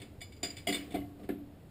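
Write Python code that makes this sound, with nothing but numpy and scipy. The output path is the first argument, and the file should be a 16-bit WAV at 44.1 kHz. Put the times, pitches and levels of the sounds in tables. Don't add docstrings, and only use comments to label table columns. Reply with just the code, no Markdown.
import sys
import numpy as np
from scipy import signal
from scipy.fft import rfft, irfft
from scipy.io import wavfile

SR = 44100
rng = np.random.default_rng(int(sys.argv[2]) if len(sys.argv) > 2 else 0)


def persist_wave(psi):
    counts = np.round(np.clip(psi, -1, 1) * 32767).astype(np.int16)
    wavfile.write(sys.argv[1], SR, np.atleast_2d(counts).T)


N = 74970
T = np.arange(N) / SR
STEEL_ATTACK_S, CRACK_ATTACK_S, FRAME_ATTACK_S = 0.00019, 0.0013, 0.0019
CLASH_FADE_S, ROOM_FADE_S = 0.078, 0.54


def from_db(db):
    return 10 ** (np.asarray(db) / 20)


def at_hz(points, hz):
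    f, value = np.transpose(points)
    return np.interp(np.log(hz + 1e-3), np.log(f), value)


def coloured(spectrum):
    gain = from_db(at_hz(spectrum, np.arange(N // 2 + 1) * SR / N))
    noise = irfft(rfft(rng.standard_normal(N)) * gain, N)
    return noise / noise.std()


def fade(fade_s):
    return np.exp(-np.log(1000) * T / fade_s)


def wander(rate_hz):
    return np.interp(T * rate_hz, np.arange(1024), rng.standard_normal(1024)) * np.sqrt(3 / 2)


def delayed(sound, start_s):
    return np.concatenate([np.zeros(int(max(start_s, 0) * SR)), sound])[:N]


def struck(tones, times, levels_db, attack_s, flutter_hz, flutter_db, blur_rad, clash_db):
    def energy(fade_s):
        blow = (fade(fade_s) * (1 - np.exp(-T / attack_s))) ** 2
        return sum(from_db(db) ** 2 * delayed(blow, t) for t, db in zip(times, levels_db))
    out = np.zeros(N)
    clash = from_db(clash_db) ** 2 * energy(CLASH_FADE_S)
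    for hz, db, fade_s in tones:
        ring = energy(fade_s) * from_db(flutter_db * wander(flutter_hz)) ** 2
        phase = 2 * np.pi * (hz * T + rng.random()) + blur_rad * wander(flutter_hz)
        out += from_db(db) * np.sqrt(clash + ring) * np.sin(phase)
    return out


def bursts(spectrum, fades, times, levels_db, attack_s, tail_db):
    noise = rfft(coloured(spectrum))
    hz = np.arange(N // 2 + 1) * SR / N
    tail = from_db(tail_db) * fade(ROOM_FADE_S)
    out = np.zeros(N)
    for band_hz, fade_s in fades:
        band = at_hz([(f, float(f == band_hz)) for f, _ in fades], hz)
        shape = np.hypot(fade(fade_s), tail) * (1 - np.exp(-T / attack_s))
        energy = sum(delayed(from_db(db) * shape, t) ** 2 for t, db in zip(times, levels_db))
        out += irfft(noise * band, N) * np.sqrt(energy)
    return out


# f/Hz, relative level/dB
HISS_COLOUR = [(30, -4), (100, 2), (185, 1), (280, 0), (420, -4), (700, -9), (1000, -18), (2000, -23),
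               (4000, -28), (6000, -37.5), (8500, -38.5), (10500, -47), (12300, -34), (13500, -54),
               (16000, -45)]
RUMBLE_COLOUR = [(20, -10), (45, -9.5), (72, 3), (115, 1.5), (160, -8), (300, -29), (1000, -41)]
# t/s, level/dB
RUMBLE_SWELLS = [(0, -54), (.09, -55.5), (.14, -52.5), (.3, -52.5), (.41, -53), (.46, -58), (.62, -52.5),
                 (.85, -61), (1.0, -49), (1.12, -53), (1.25, -56), (1.5, -55), (1.7, -53.5)]
def background():
    hiss = from_db(-56) * coloured(HISS_COLOUR)
    rumble_db = np.interp(T, *np.transpose(RUMBLE_SWELLS))
    return hiss + from_db(rumble_db) * coloured(RUMBLE_COLOUR)


# f/Hz, relative level/dB, fade/s
TOOL_TONES = [(4832, -3, 0.16), (4897, -8.5, 0.34), (7095, -12, 0.31), (7170, -7, 0.23)]
def tool_ring(times, levels_db):
    rest_s, muffle_s, muffle_db = 0.507, 0.018, -9.5
    early = times < rest_s + muffle_s
    muffle = from_db(muffle_db * np.clip((T - rest_s) / muffle_s, 0, 1))
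    before, after = [struck(TOOL_TONES, times[pick], levels_db[pick], STEEL_ATTACK_S,
                            flutter_hz=129.9, flutter_db=2, blur_rad=0.53, clash_db=-1)
                     for pick in (early, ~early)]
    return muffle * before + after


# f/Hz, relative level/dB, fade/s
CHUCK_TONES = [(2042, -6, 0.067), (2259, -1.5, 0.17), (2959, -12.5, 0.22), (3460, -5.5, 0.15),
               (3526, -5, 0.1), (3620, -5, 0.1), (4270, -13.5, 0.19), (4375, -24, 0.099), (7860, -15, 0.11),
               (8450, -7.5, 0.087), (8850, -35, 0.27), (9770, -12, 0.14), (14150, -14, 0.13),
               (15100, -28, 0.08)]
FRAME_TONES = [(194, -8.5, 0.58), (227.8, -9, .45), (279.3, -7, 0.46), (289.3, -1.5, 0.66),
               (322, -13, 0.68), (378.4, -6.5, 0.34), (394.6, -3.5, 0.19), (502.5, -12, .25)]
PLATE_TONES = [(645, -9.5, .35), (705, -9, 0.43), (704, 2, 0.11), (765, -17, .2), (1107, -27.5, 0.69)]
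# f/Hz, relative level/dB
CRACK_COLOUR = [(150, -3.5), (400, 6.5), (720, -9.5), (950, -8), (1350, -7.5), (2100, 4.5), (3400, 0.5),
                (5000, -7), (6000, -9.5), (7200, -10), (9300, -5.5), (10800, -20), (13000, -15.5),
                (14600, -9.5), (16000, -1)]
# f/Hz, fade/s
CRACK_FADES = [(200, 0.29), (1000, 0.28), (3000, 0.11), (8000, 0.19), (15000, 0.043)]
# t/s, then level/dB of tool, chuck, crack, frame, plate
TOOL_HITS = [(0.001, -72, -58, -53.5, -56, -59), (0.017, -57, -52, -49, -55.5, -64),
             (0.207, -51.5, -59, -55, -74, -82), (0.2151, -46.5, -44, -53.5, -80, -58.5),
             (0.322, -59, -59, -58, -68, -75), (0.365, -61, -76, -60, -75, -77),
             (0.429, -69, -49, -40.5, -52.5, -49), (0.4309, -30, -41.5, -35.5, -47.5, -43),
             (0.44, -61, -45.5, -48, -47.5, -62), (0.504, -39.5, -56.5, -53, -73, -81),
             (0.568, -50, -49, -47.5, -79, -83), (0.58, -77, -56, -50, -78, -71),
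             (0.67, -38, -42, -35.5, -38, -35), (0.685, -36.5, -41, -33.5, -34, -43.5),
             (0.725, -39.5, -34.5, -35.5, -47, -49), (0.745, -54, -35.5, -36, -48.5, -49),
             (0.906, -84, -57, -52, -68, -77), (0.92, -86, -57, -49.5, -60, -53),
             (0.945, -63, -46, -48.5, -44, -39.5), (1.194, -87, -77, -62.5, -56, -60.5),
             (1.233, -88, -72, -56.5, -52, -58)]
def clinks():
    times, tool_db, chuck_db, crack_db, frame_db, plate_db = np.transpose(TOOL_HITS)
    tool = tool_ring(times, tool_db)
    chuck = struck(CHUCK_TONES, times, chuck_db, STEEL_ATTACK_S,
                   flutter_hz=150.2, flutter_db=3, blur_rad=0.95, clash_db=-4.5)
    frame = struck(FRAME_TONES, times, frame_db, FRAME_ATTACK_S,
                   flutter_hz=54.55, flutter_db=3, blur_rad=0.3, clash_db=-5)
    plate = struck(PLATE_TONES, times, plate_db, FRAME_ATTACK_S,
                   flutter_hz=68.98, flutter_db=2.9, blur_rad=1, clash_db=2.5)
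    crack = bursts(CRACK_COLOUR, CRACK_FADES, times, crack_db, CRACK_ATTACK_S, tail_db=-11)
    return tool + chuck + frame + plate + crack


# f/Hz, relative level/dB, fade/s
SQUEAK_TONES = [(3510, -0.5, 0.11), (3605, -2.5, .07), (3350, -11, .06), (4300, -15, 0.047),
                (8480, -7, 0.094), (8580, -10, 0.075)]
# t/s, level/dB
TOOL_SLIPS = [(0.4332, -36.5), (0.746, -34)]
def skids():
    times, levels_db = np.transpose(TOOL_SLIPS)
    return struck(SQUEAK_TONES, times, levels_db, attack_s=0.001,
                  flutter_hz=196.3, flutter_db=3.5, blur_rad=0.32, clash_db=-5)


# f/Hz, relative level/dB, fade/s
JAW_TONES = [(2068, 0, 0.23), (2878, -12, 0.31), (2950, -8.5, 0.35), (3293, -0.5, 0.13), (8650, -11.5, .13),
             (9030, -14, 0.25), (9933, -9.5, 0.13), (11400, -23, 0.47), (12660, -25, .17),
             (14066, -12, 0.16), (14780, -18, .13), (15000, -21, .13)]
# t/s, level/dB
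JAW_BITES = [(0.672, -35), (0.941, -50.5)]
def catches():
    times, levels_db = np.transpose(JAW_BITES)
    return struck(JAW_TONES, times, levels_db, STEEL_ATTACK_S,
                  flutter_hz=139.2, flutter_db=5, blur_rad=0.19, clash_db=-13.5)


# f/Hz, relative level/dB
RUB_COLOUR = [(100, -10), (200, 9.5), (400, 5), (560, -5.5), (720, -1), (900, -32), (1150, -12),
              (1600, -25), (4000, -32), (9000, -34), (16000, -29)]
# t/s of the peak, time to either side/s, level/dB
SPINDLE_TURNS = [(0.891, 0.092, -50.5), (1.225, 0.048, -50)]
def rubs():
    swells = sum(from_db(db) * np.exp(-((T - t) / width_s) ** 2) for t, width_s, db in SPINDLE_TURNS)
    return coloured(RUB_COLOUR) * swells


# f/Hz, relative level/dB, fade/s
CLACK_TONES = [(1404, -6, 0.22), (1727, -2.5, 0.18), (1720, -7, 0.11), (2090, -4, .13)]
THIN_PART_TONES = [(11800, -6.5, .4), (11600, -3.5, 0.41), (11850, -13, 0.2), (12130, -9.5, 0.64),
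                   (12330, -5, 0.43), (12680, -9, 0.29), (13700, -24, 0.36)]
# f/Hz, relative level/dB
THUD_COLOUR = [(100, -33), (300, -2), (700, -15.5), (950, -23), (1750, -26), (2600, -26), (3800, -31),
               (6000, -49), (8500, -35), (12000, -37), (15500, -41)]
# f/Hz, fade/s
THUD_FADES = [(200, 0.28), (1000, 0.14), (3000, 0.2), (8000, 0.17), (15000, 0.11)]
# t/s, then level/dB of frame, plate, thud, clack, thin part
SPINDLE_HITS = [(0.9421, -35, -44, -41, -59, -64), (0.954, -41.5, -40.5, -39.5, -73, -62),
                (1.29, -33, -44, -38.5, -49.5, -60)]
def knocks():
    times, frame_db, plate_db, thud_db, clack_db, thin_db = np.transpose(SPINDLE_HITS)
    frame = struck(FRAME_TONES, times, frame_db, FRAME_ATTACK_S,
                   flutter_hz=60.1, flutter_db=1.45, blur_rad=0.47, clash_db=-1.5)
    plate = struck(PLATE_TONES, times, plate_db, FRAME_ATTACK_S,
                   flutter_hz=72.1, flutter_db=4.1, blur_rad=0.67, clash_db=4.5)
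    clack = struck(CLACK_TONES, times, clack_db, STEEL_ATTACK_S,
                   flutter_hz=170.8, flutter_db=3, blur_rad=0.97, clash_db=-7)
    thin_part = struck(THIN_PART_TONES, times, thin_db, STEEL_ATTACK_S,
                       flutter_hz=148.6, flutter_db=5, blur_rad=0.66, clash_db=5)
    thud = bursts(THUD_COLOUR, THUD_FADES, times, thud_db, FRAME_ATTACK_S, tail_db=-15)
    return frame + plate + clack + thin_part + thud


# f/Hz, relative level/dB
CLICK_COLOUR = [(300, -15), (900, -7), (1700, 0.5), (2700, -6.5), (4000, -4.5), (5500, -18), (8500, -13),
                (13000, -17), (16000, -17)]
def thumps():
    swing_hz, above_frame_db, below_thud_db = 343, 2, 10.5
    swing = fade(0.055) * np.sin(2 * np.pi * swing_hz * T) * (1 - np.exp(-T / FRAME_ATTACK_S))
    shove, click_level = np.zeros(N), np.zeros(N)
    for t, frame_db, _, thud_db, *_ in SPINDLE_HITS:
        shove += from_db(frame_db + above_frame_db) * delayed(swing, t)
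        click_level += from_db(thud_db - below_thud_db) * delayed(fade(0.039), t)
    return shove + click_level * coloured(CLICK_COLOUR)


def scene():
    mono = background() + clinks() + skids() + catches() + rubs() + knocks() + thumps()
    return np.array([mono, mono])


def record(dry):
    dip_hz, dip_sharpness, dip_depth, cutoff_hz = 6000, 5.6, 0.83, 15400
    notched = signal.lfilter(*signal.iirnotch(dip_hz, dip_sharpness, fs=SR), dry)
    heard = dry + dip_depth * (notched - dry)
    top_cut = signal.ellip(10, 0.2, 80, cutoff_hz, fs=SR, output="sos")
    return signal.sosfilt(top_cut, heard)


dry = scene()
out = record(dry)
persist_wave(out)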